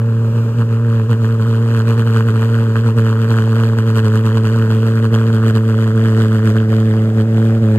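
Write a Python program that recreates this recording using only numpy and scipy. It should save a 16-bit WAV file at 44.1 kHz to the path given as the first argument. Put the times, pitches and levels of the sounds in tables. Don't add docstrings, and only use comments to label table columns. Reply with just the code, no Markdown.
import sys
import numpy as np
from scipy import signal
from scipy.fft import rfft, irfft
from scipy.io import wavfile
from scipy.ndimage import uniform_filter1d, map_coordinates

SR = 44100
rng = np.random.default_rng(int(sys.argv[2]) if len(sys.argv) > 2 else 0)


def store_pcm(level_fs):
    pcm = np.round(np.clip(level_fs, -1, 1) * 32767).astype(np.int16)
    wavfile.write(sys.argv[1], SR, np.atleast_2d(pcm).T)


N = 343098


def undb(db):
    return 10 ** (np.asarray(db) / 20)


def unit(x):
    return x / np.sqrt(np.mean(x ** 2))


def over_time(column_s, column):
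    return np.interp(np.arange(N) / SR, column_s, column)


def over_hz(table):
    hz, value = np.transpose(table)
    bins_hz = np.fft.rfftfreq(N, 1 / SR)
    return np.interp(np.log(bins_hz + 1), np.log(hz), value)


def colour(x, table):
    return unit(irfft(rfft(x) * undb(over_hz(table)), N))


def walk(rate):
    hold = int(SR / rate)
    steps = np.repeat(rng.standard_normal(N // hold + 1), hold)
    return unit(uniform_filter1d(uniform_filter1d(steps, hold), hold)[:N])


# dip_s [s], depth_db [dB], wait_s [s from dip to flare]
STUMBLES = [(0.327,3,0.055),(0.535,4.5,0.065),(0.67,2,0.068),(0.798,1.0,0.12),(1.074,4.5,0.045),(1.177,2.5,0.062),(1.375,1.9,0.038),(1.455,1,0.04),(1.846,1.5,0.045),(1.959,2.3,0.035),(2.05,1.5,0.027),(2.137,1.5,0.039),(2.241,2,0.055),(2.325,1.7,0.034),(2.74,1.6,0.038),(2.832,3,0.042),(2.943,4,0.04),(3.277,2.5,0.043),(3.76,2.5,0.03),(3.847,1,0.035),(3.937,1.5,0.046),(4.02,1.4,0.035),(4.112,1,0.042),(4.226,2,0.037),(4.328,2,0.044),(4.422,1.5,0.035),(4.677,1.5,0.035),(5.01,1,0.032),(5.104,3.5,0.036),(5.315,1.5,0.033),(5.401,1.5,0.08),(5.529,3,0.035),(5.643,1,0.063),(5.931,1.7,0.04),(6.146,0.7,0.049),(6.413,2,0.06),(6.537,1.8,0.031),(6.667,1.2,0.07),(7.128,3,0.07),(7.29,2,0.093),(7.603,2,0.032)]
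REBOUND, STUMBLE_WIDTH = 0.83, 0.37
TONE_PER_DEPTH, CRACK_PER_DEPTH = 0.92, 2.34
FLUTTER_DB, FLUTTER_PER_S = 0.59, 22
CRACK_FLUTTER_DB, FLARE_TOP_DB = 1.01, 5.5


def burn_surges():
    dip_s, depth_db, wait_s = np.transpose(STUMBLES)
    coarse_s = np.arange(0, N / SR, .002)[:, None]

    def bell(centre_s):
        return np.exp(-.5 * ((coarse_s - centre_s) / (STUMBLE_WIDTH * wait_s)) ** 2)

    stumble_db = (REBOUND * bell(dip_s + wait_s) - bell(dip_s)) @ depth_db
    burn_db = over_time(coarse_s[:, 0], stumble_db) + FLUTTER_DB * walk(FLUTTER_PER_S)
    crack_surge_db = CRACK_PER_DEPTH * burn_db + CRACK_FLUTTER_DB * walk(FLUTTER_PER_S)
    return TONE_PER_DEPTH * burn_db, np.minimum(crack_surge_db, FLARE_TOP_DB)


# time_s [s], rate_hz [Hz]
FIRING_RATE = [(0, 114.3), (.5, 113.6), (.9, 114), (1.2, 112.8), (1.7, 113.7), (2.05, 112.6), (2.6, 113.5),
               (3.4, 111.6), (3.6, 112.6), (4.1, 111.2), (4.5, 112.2), (5.3, 112.2), (5.75, 110.3),
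               (6, 111.2), (6.4, 109.8), (7, 110.1), (7.3, 112), (7.78, 110.2)]
WANDER_HZ, WANDER_PER_S = 0.6027, 9


def firing_turns(tone_surge_db):
    hz = over_time(*np.transpose(FIRING_RATE)) + WANDER_HZ * walk(WANDER_PER_S)
    burn_growth = np.gradient(tone_surge_db) * SR
    hz = hz + 0.017 * burn_growth + 0.811 * walk(45)
    return 1 + np.cumsum(hz) / SR


# level_db [dB], follow [dB per dB of crack], growth_db [dB gained as the pipes swing away],
#          growth_power [exponent of scene time, 0 to 1]
PARTIALS = [(-12.5, 0.09, 0.2, 1.1), (-23, 0.18, 6.5, 1.45), (-36, 0.36, 10, 1.74), (-28, .5, 2, 1.3),
            (-39.5, 0, 7.5, 3.8)]
LEAD, LAG, WAVER = 2.3, 1.85, .15


def pipe_tone(turns, push_db, surge_db):
    progress = np.arange(N) / (N - 1)
    out = 0
    for k, (level_db, follow, growth_db, growth_power) in enumerate(PARTIALS):
        partial_db = level_db + follow * push_db + growth_db * progress ** growth_power
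        shift = (LEAD - LAG * (k - 1) + WAVER * np.sqrt(k) * walk(25)) if k else 0
        steepening = 1.3 if k else 1
        flicker_db = (0.067 + 0.1 * k) * walk(30)
        gain = np.sqrt(2) * undb(partial_db + steepening * surge_db + flicker_db)
        out = out + gain * np.cos((k + 1) * 2 * np.pi * turns + shift)
    return out


# bang_s [s], boost_db [dB before that share]
BANGS = [(0.362, 5), (1.992, 7), (2.09, 6), (2.205, 7.5), (2.533, 5.5), (2.761, 12), (3.082, 7.5),
         (3.357, 8), (3.385, 12), (3.477, 10.5), (3.564, 11), (3.599, 10), (3.786, 6.5), (4.29, 5.5),
         (4.325, 8.5), (4.834, 6.5), (4.957, 8.5), (5.049, 11.5), (5.156, 11.5), (5.28, 6.5), (5.746, 10),
         (5.774, 8), (6.178, 5), (6.205, 5), (6.586, 6.5)]


def firings(turns):
    late, size = rng.standard_normal((N // 200, 2, 2)).T
    bang_s, boost_db = np.transpose(BANGS)
    bang = np.round(turns[(bang_s * SR).astype(int)]).astype(int)
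    extra_db = np.zeros_like(size)
    late[:, bang] = 0
    size[:, bang] = 0
    extra_db[0, bang] = boost_db
    return list(zip(late, size, extra_db))


def bursts(turns, pipes, centre, rise, fall, jitter, scatter_db, spike_db, wash_db, bang):
    cycle = np.floor(turns - centre + .4).astype(int)
    out = 0
    for late, size, extra_db in pipes:
        place = turns - centre - cycle - jitter * late[cycle]
        scatter = np.minimum(.8 * size + .6 * rng.standard_normal(len(size)), 1.3)
        size_db = scatter_db * scatter + bang * extra_db
        envelope = np.exp(np.where(place < 0, place / rise, -place / fall))
        gate = undb(size_db[cycle]) * envelope + undb(wash_db)
        spikes = undb(spike_db * np.clip(rng.standard_normal(N), -3, 2.5))
        out = out + gate * spikes * rng.standard_normal((2, N))
    return out


# [dB, relative within the table]
CRACK_COLOUR = [(60, -18.5), (300, -11.5), (700, 4), (1200, -1.5), (1500, -1.5), (1900, -6.5), (2400, -13),
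                (3200, -28.5), (4500, -45)]
RASP_COLOUR = [(1200, -32), (2000, -1), (2600, -5), (3100, 1), (3600, -8), (4400, -8), (5500, -27)]
SIZZLE_COLOUR = [(2000, -25.5), (3500, 2), (4400, 1), (5500, -6), (8000, -5.5), (11000, -7.5),
                 (15500, -20.5)]
ROAR_COLOUR = [(15, -34.5), (50, -17), (70, -10), (100, -6.5), (170, -3.5), (300, -8), (370, -10), (420, 0),
               (480, -6), (650, -4), (900, -12.5), (3000, -28), (16000, -43)]
ROAR_DB, ROAR_SWELL_DB = -33, 1.0


def exhaust_gas(turns, crack_db, treble_db):
    pipes = firings(turns)
    crack = bursts(turns, pipes, centre=.03, rise=.05, fall=.12, jitter=.045,
                   scatter_db=2.7, spike_db=4.5, wash_db=-20, bang=.8)
    rasp = bursts(turns, pipes, centre=-.01, rise=.04, fall=.12, jitter=.04,
                  scatter_db=3.5, spike_db=6, wash_db=-24, bang=.5)
    sizzle = bursts(turns, pipes, centre=-.03, rise=.035, fall=.11, jitter=.04,
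                    scatter_db=3.2, spike_db=6, wash_db=-14, bang=.4)
    roar_gain = undb(ROAR_DB + ROAR_SWELL_DB * walk(5))
    roar = roar_gain * colour(rng.standard_normal((2, N)), ROAR_COLOUR)
    treble = colour(rasp, RASP_COLOUR) + undb(-2) * colour(sizzle, SIZZLE_COLOUR)
    return undb(crack_db) * colour(crack, CRACK_COLOUR) + undb(treble_db) * treble + roar


# time_s [s], delay_ms [ms], gain [linear]
LAWN_BOUNCE = [(0, .71, .9), (1.5, .685, .9), (4.7, .67, .9), (5.5, .65, .85), (6.3, .62, .85),
               (7.2, .58, .6), (7.78, .55, .5)]
GRASS_HZ = 1900


def lawn_echo(x):
    time_s, delay_ms, gain = np.transpose(LAWN_BOUNCE)
    delay = over_time(time_s, delay_ms) * SR / 1000
    dull = signal.sosfiltfilt(signal.butter(1, GRASS_HZ, fs=SR, output="sos"), x)
    bounce = map_coordinates(dull, [np.arange(N) - delay], order=3, mode="nearest")
    return x + over_time(time_s, gain) * bounce


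# freq_hz [Hz], left_lead [radians]
PORT_PHASE = [(0, 0), (110, .05), (450, .12), (700, .36), (1460, .95), (2240, 3.0), (2580, 6.9),
              (2840, 7.3), (4570, 10.1), (6120, 9.3), (7150, 6.4), (8180, 5.8), (9730, 3.6), (10900, 3.0),
              (13200, .1), (14400, -.1), (15300, -1.9)]
# freq_hz [Hz], left_minus_right_db [dB]
PORT_BALANCE = [(60, -0.5), (110, -0.5), (200, -1.0), (380, -1.0), (700, -0.5), (1290, 0.0), (2380, 0.0),
                (4400, -2.0), (8120, -0.5), (15000, 0.0)]
# freq_hz [Hz], apart [power share of the right port taken from the scattered wave]
PORT_APART = [(30, .05), (80, .003), (350, .005), (700, .03), (1800, .1), (2500, .55), (3300, .3),
              (5000, .45), (6800, .7), (8000, .4), (10500, .12), (12500, .25), (15000, .45)]


def phone_ports(shared, scattered):
    apart = np.clip(over_hz(PORT_APART), 0, .9)
    phase = np.interp(np.fft.rfftfreq(N, 1 / SR), *np.transpose(PORT_PHASE))
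    tilt = undb(over_hz(PORT_BALANCE) / 2) * np.exp(.5j * phase)
    left = rfft(shared) * tilt
    right = (np.sqrt(1 - apart) * rfft(shared) + np.sqrt(apart) * rfft(scattered)) / tilt
    return irfft(np.array([left, right]), N)


# time_s [s], level_db [dB]
BLAST = [(0, -40), (.8, -36), (1.5, -31.5), (2.3, -30.5), (3.1, -30.5), (4.7, -29), (5.5, -30.5),
         (6.3, -29.5), (7, -32.5), (7.78, -35)]
BLAST_MEAN_DB = -31
TREBLE_DB, TREBLE_PER_CRACK = -43.5, 1.32


def scene():
    crack_db = over_time(*np.transpose(BLAST))
    push_db = crack_db - BLAST_MEAN_DB
    tone_surge_db, crack_surge_db = burn_surges()
    turns = firing_turns(tone_surge_db)
    treble_db = TREBLE_DB + TREBLE_PER_CRACK * (push_db + crack_surge_db)
    gas = exhaust_gas(turns, crack_db + crack_surge_db, treble_db)
    direct, scattered = (lawn_echo(row) for row in gas)
    return phone_ports(pipe_tone(turns, push_db, tone_surge_db) + direct, scattered)


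def record(dry):
    return signal.sosfilt(signal.ellip(10, .2, 90, 15600, fs=SR, output="sos"), dry)


dry = scene()
out = record(dry)
store_pcm(out)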